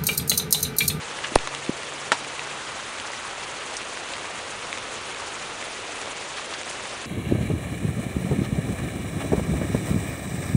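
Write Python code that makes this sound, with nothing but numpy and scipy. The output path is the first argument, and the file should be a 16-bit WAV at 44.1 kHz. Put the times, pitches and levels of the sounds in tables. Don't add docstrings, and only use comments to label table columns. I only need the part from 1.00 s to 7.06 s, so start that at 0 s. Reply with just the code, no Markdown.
import sys
import numpy as np
from scipy import signal
from scipy.fft import rfft, irfft, next_fast_len
from scipy.io import wavfile
from scipy.ndimage import uniform_filter1d

SR = 44100
rng = np.random.default_rng(int(sys.argv[2]) if len(sys.argv) > 2 else 0)


def master(y):
    cut = np.clip(np.atleast_2d(y).T, -1, 1)
    pcm = np.round(cut * 32767)
    wavfile.write(sys.argv[1], SR, pcm.astype(np.int16))


N = 267136
T = np.arange(N) / SR

# start_s, pitch_hz, level_db
HUM_GLIDE = [(0, 137, -57), (.55, 139, -51), (1.2, 142, -53.5), (1.6, 143, -57), (2, 143.4, -70)]
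# pitch_hz, level_db, t60_s
WOOD_MODES = [(280, -16, 0.095), (515, -17, .05), (640, -6, 0.053), (950, -14, .13), (1200, -12, .035),
              (1370, -7.5, .045), (1585, -7, 0.033), (1868, 1, 0.032), (2230, -11, .06), (2600, -13, .05),
              (2920, -10, 0.046), (3240, -7.5, 0.042), (3690, -13, .04), (4580, -5, .025), (7400, -17, .03)]
# delay_s after the knock, level_db, pitch_hz, t60_s
KNOCK_CONTACTS = [(0, 0, 1410, 0.0052), (.0023, -7, 1810, .012), (.0055, -18, 830, 0.027),
                  (.0095, -17.5, 924, 0.029), (.0245, -22, 1200, .015), (.033, -23, 950, .025)]
# peak_s, level_db, pitch_hz, rise_s, fall_s, slowing_per_s, air_push_db
BODY_BUMPS = [(.3583, -9.5, -1900, 0.00014, .00015, 1, -70), (.35955, 14, 585, .0004, 0.000087, 6000, -12),
              (.36, -8, -219, .00008, 0.0022, 66, -60), (.695, -10.5, -325, .00115, .002, 290, -60),
              (.3223, -25, -280, .0017, .0015, 1, -60)]
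# pitch_hz, level_db, t60_s
CASE_MODES = [(5770, -13, 0.0032), (9400, -11, .006)]
# pitch_hz, level_db
RAIN_COLOUR = [(12, -40), (22, -12), (40, -14.5), (65, -9.5), (100, -6.5), (170, -9.5), (300, -5),
               (500, -1), (720, -3.5), (1180, -2), (1600, -4), (2600, -4.5), (3600, -8), (5300, -13.5),
               (6500, -11.5), (8500, -15.5), (10500, -17.5)]
# start_s, tilt_db
HISS_TILT = [(0, 0.5), (.75, -1), (1.5, 1.5), (2.2, 1.5), (3, 0.2), (3.7, 0), (4.3, 0.5), (5, -1),
             (6.06, -1.5)]
# start_s, level_db
BASS_CURVE = [(0.0, -61), (0.34, -56), (0.71, -60), (2.58, -57.5), (3.02, -59), (3.39, -56), (5.53, -59.5),
              (5.74, -57), (6.06, -57)]
# start_s, ring_db, pitch_hz, splash_db
CLOSE_DROPS = [(.113, -19.5, 1220, -38), (.189, -19, 2080, -36), (.27, -26, 3010, -29),
               (.284, -26, 1820, -28), (0.3873, -15, 2600, -33), (.3892, -20, 3600, -36),
               (.4738, -13, 1250, -23), (0.4757, -17, 1200, -32), (.54, -17.5, 1200, -36),
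               (.5493, -15, 3200, -25), (.664, -20, 2500, -34), (.833, -23, 1210, -27),
               (.923, -19, 1220, -33), (1.247, -18, 2390, -33), (1.3942, -12, 2520, -30),
               (1.474, -20, 1110, -34), (1.985, -19, 1870, -32), (1.9997, -15, 3000, -32),
               (2.119, -26, 4870, -29), (2.135, -18, 2000, -33), (2.251, -21, 1200, -36),
               (2.741, -21, 3080, -30), (2.7683, -14, 6030, -21), (2.816, -21, 2500, -32),
               (2.83, -22, 3000, -34), (2.9735, -17, 1890, -32), (3.1365, -16, 2800, -29),
               (3.1548, -19, 2900, -34), (3.167, -20, 2100, -33), (3.182, -20, 1300, -31),
               (3.244, -19, 1050, -34), (3.7286, -10.5, 2300, -33), (3.741, -20, 1000, -36),
               (3.775, -19, 2360, -32), (3.784, -19, 3500, -32), (4.147, -18, 2550, -32),
               (4.2, -19, 1240, -30), (4.626, -17, 2130, -33), (5.0152, -30, 6840, -28),
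               (5.0185, -24, 7000, -27), (5.057, -23, 3500, -36), (5.075, -21, 700, -40),
               (5.372, -22, 1300, -34), (5.384, -20, 1700, -38), (5.396, -20, 1100, -36),
               (5.46, -25, 3500, -32), (5.5265, -19, 1140, -31), (5.538, -17, 2200, -27),
               (5.614, -20, 1960, -33), (5.633, -18, 2500, -30), (5.695, -27, 2200, -30),
               (5.712, -21, 2200, -30), (5.855, -20, 2030, -32)]
# start_s, level_db, low_hz, high_hz, t60_s
SPRAY_BURSTS = [(.237, -18, 1100, 3160, 0.078), (.4737, -20.5, 3500, 7000, 0.0092),
                (2.766, -28.5, 4500, 9500, 0.079), (3.133, -31, 1800, 4490, .08),
                (5.36, -28, 1000, 4500, .2), (5.534, -26, 900, 4800, .07), (5.694, -30, 6000, 9900, 0.088),
                (5.85, -32, 1200, 4000, .08)]

KNOCK_S, KNOCK_RING_PEAK_DB, KNOCK_RISE_S = 1.119, -9, .0002
RATTLE_DB, RATTLE_T60_S = -22, 0.12
CRACK_DB, CRACK_T60_S = -17, .022
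PORCH_DB, PORCH_T60_S = -32, 0.29
PUSH_RISE_S, PUSH_LEAK_S = 0.0027, 0.017
REBOUND, REBOUND_S = 0.51, 0.03
CLICK_S, RUSTLE_DB, RUSTLE_DECAY_S = .3563, -17, .0008
HISS_DB = -34
TILT_UP_HZ, TILT_DOWN_HZ, BASS_TOP_HZ = 1190, 497, 150
PATTER_FLOOR_DB, PATTER_SPREAD_DB = -35, 3.5
PATTER_SPLASH_DB, PATTER_CLUMP_DB = -11, 2.2
DROP_T60_S, SPLASH_T60_S = 0.0049, 0.0071
OVERTONE, OVERTONE_DB = 1.44, -8
SPRAY_RISE = 0.086
TOP_HZ, CLIP_LEVEL = 10090, 1.04


def undb(db):
    return 10 ** (np.asarray(db) / 20)


def unit(x):
    return x / np.sqrt(np.mean(x ** 2))


def band(x, lo_hz, hi_hz):
    edges = [lo_hz, min(hi_hz, .45 * SR)]
    return signal.sosfilt(signal.butter(2, edges, "band", fs=SR, output="sos"), x)


def walk(rate):
    hold = int(SR / rate)
    steps = np.repeat(rng.standard_normal(N // hold + 1), hold)
    return 1.3 * uniform_filter1d(uniform_filter1d(steps, hold), hold)[:N]


def flicker(rate):
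    quick = walk(rate)
    return unit(quick - uniform_filter1d(quick, int(6 * SR / rate)))


def add(out, s, sound):
    i = int(s * SR)
    out[i:i + len(sound)] += sound[:N - i]


def hum():
    s, hz, db = np.transpose(HUM_GLIDE)
    level = np.sqrt(2) * undb(np.interp(T, s, db) + .8 * walk(5))
    phase = 2 * np.pi * np.cumsum(np.interp(T, s, hz)) / SR
    return level * np.sin(phase)


def knock():
    t = np.arange(SR // 3) / SR
    ring = sum(undb(db - 60 * t / t60) * np.sin(2 * np.pi * hz * t) for hz, db, t60 in WOOD_MODES)
    ring = band(ring * (1 - np.exp(-t / KNOCK_RISE_S)), 170, 12000)
    ring = undb(KNOCK_RING_PEAK_DB) * ring / np.abs(ring).max()
    blow = 0
    for delay, db, hz, t60 in KNOCK_CONTACTS:
        since = t - delay
        blow = blow + undb(db - 60 * since / t60) * np.sin(2 * np.pi * hz * since) * (since >= 0)
    blow = band(blow, 280, 12000)
    noise = rng.standard_normal((3, len(t)))
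    rattle = undb(RATTLE_DB - 60 * t / RATTLE_T60_S) * unit(band(noise[0], 500, 6000))
    crack = undb(CRACK_DB - 60 * t / CRACK_T60_S) * unit(band(noise[1], 2700, 11000))
    porch = undb(PORCH_DB - 60 * t / PORCH_T60_S) * unit(band(noise[2], 400, 3200))
    out = np.zeros(N)
    add(out, KNOCK_S, -ring - blow + rattle + crack + porch)
    return out


def bumps():
    out = 0
    for s, db, hz, rise, fall, slowing, push_db in BODY_BUMPS:
        t = T - s
        after = np.maximum(t, 0)
        shape = np.exp(-.5 * (t / np.where(t < 0, rise, fall)) ** 2)
        phase = 2 * np.pi * abs(hz) * np.where(t < 0, t, np.log1p(slowing * after) / slowing)
        swing = undb(db) * np.sign(hz) * shape * np.cos(phase)
        leak = np.exp(-after / PUSH_LEAK_S) - REBOUND * np.exp(-after / REBOUND_S)
        push = undb(push_db) * 2 * (1 - np.exp(-(after / PUSH_RISE_S) ** 2)) * leak
        out = out + swing + push
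    return out


def case_click():
    envelope = np.exp(-np.abs(T - CLICK_S) / RUSTLE_DECAY_S)
    out = undb(RUSTLE_DB) * envelope * unit(band(rng.standard_normal(N), 3000, 11000))
    t = np.arange(SR // 100) / SR
    ring = sum(undb(db - 60 * t / t60) * np.cos(2 * np.pi * hz * t) for hz, db, t60 in CASE_MODES)
    add(out, CLICK_S, -ring)
    return out


def hiss():
    tilt, bass = (np.interp(T, *np.transpose(curve)) for curve in (HISS_TILT, BASS_CURVE))

    def near(hz, centre_hz):
        return np.exp(-(np.log2(hz / centre_hz) / .5) ** 2)

    size = next_fast_len(N)
    f = np.fft.rfftfreq(size, 1 / SR) + 1
    colour_hz, colour_db = np.transpose(RAIN_COLOUR)
    colour = undb(np.interp(np.log(f), np.log(colour_hz), colour_db))
    noise = rfft(rng.standard_normal(size)) * colour
    gust = flicker(50)
    out = 0
    for hz in 20 * 2 ** np.arange(0, 9.6, .5):
        share = np.cos(np.pi / 2 * np.clip(2 * np.log2(f / hz), -1, 1)) ** 2
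        treble = np.clip(np.log2(hz / 3000), 0, 1)
        db = tilt * (near(hz, TILT_UP_HZ) - near(hz, TILT_DOWN_HZ))
        db = db + (bass - bass.mean()) / (1 + (hz / BASS_TOP_HZ) ** 4)
        db = db + (0.45 + 0.37 * treble) * gust
        db = db + (.4 + 1.37 * treble) * flicker(90) + 1.05 * treble * flicker(24.98)
        out = out + undb(db) * irfft(noise * share, size)[:N]
    return unit(out) * undb(HISS_DB)


def drop(db, hz, t60, splash_db, noise):
    t = np.arange(noise.shape[-1]) / SR
    tone = np.sin(2 * np.pi * hz * t)
    overtone = undb(OVERTONE_DB) * np.sin(2 * np.pi * OVERTONE * hz * t)
    ring = -undb(db) * (tone + overtone) * undb(-60 * t / t60)
    splash = undb(splash_db) * unit(band(noise, 3000, 11000)) * undb(-60 * t / SPLASH_T60_S)
    return (1 - np.exp(-t / .0001)) * (ring + splash)


def patter(count=1800):
    out = np.zeros(N)
    when, pitch, bulk, length = rng.random((count, 4, 1)).transpose(1, 0, 2)
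    db = PATTER_FLOOR_DB - PATTER_SPREAD_DB * np.log(1 - .9 * bulk)
    hz = 550 * 7.5 ** pitch
    t60 = (0.0031 + .006 * length) * np.sqrt(1500 / hz)
    ticks = drop(db, hz, t60, db + PATTER_SPLASH_DB, rng.standard_normal((count, 700)))
    for s, tick in zip(when[:, 0] * N / SR, ticks):
        add(out, s, tick)
    return band(out, 400, 15000) * undb(PATTER_CLUMP_DB * walk(24.97))


def sprays():
    out = np.zeros(N)
    t = np.arange(SR // 8) / SR
    noises = rng.standard_normal((len(SPRAY_BURSTS), len(t)))
    for (s, db, lo_hz, hi_hz, t60), noise in zip(SPRAY_BURSTS, noises):
        envelope = undb(db - 60 * t / t60) * np.minimum(t / (SPRAY_RISE * t60), 1)
        add(out, s, envelope * unit(band(noise, lo_hz, hi_hz)))
    return out


def close_drops():
    out = np.zeros(N)
    noises = rng.standard_normal((len(CLOSE_DROPS), 1000))
    for (s, db, hz, splash_db), noise in zip(CLOSE_DROPS, noises):
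        add(out, s, drop(db, hz, DROP_T60_S * np.sqrt(2500 / hz), splash_db, noise))
    return band(out, 300, 15000)


def scene():
    incidents = hum() + knock() + bumps() + case_click()
    rain = hiss() + patter() + sprays() + close_drops()
    return (incidents + rain)[None]


def record(dry):
    clipped = np.clip(dry, -CLIP_LEVEL, CLIP_LEVEL)
    return signal.sosfiltfilt(signal.ellip(12, .15, 60, TOP_HZ, fs=SR, output="sos"), clipped)


dry = scene()
out = record(dry)
master(out)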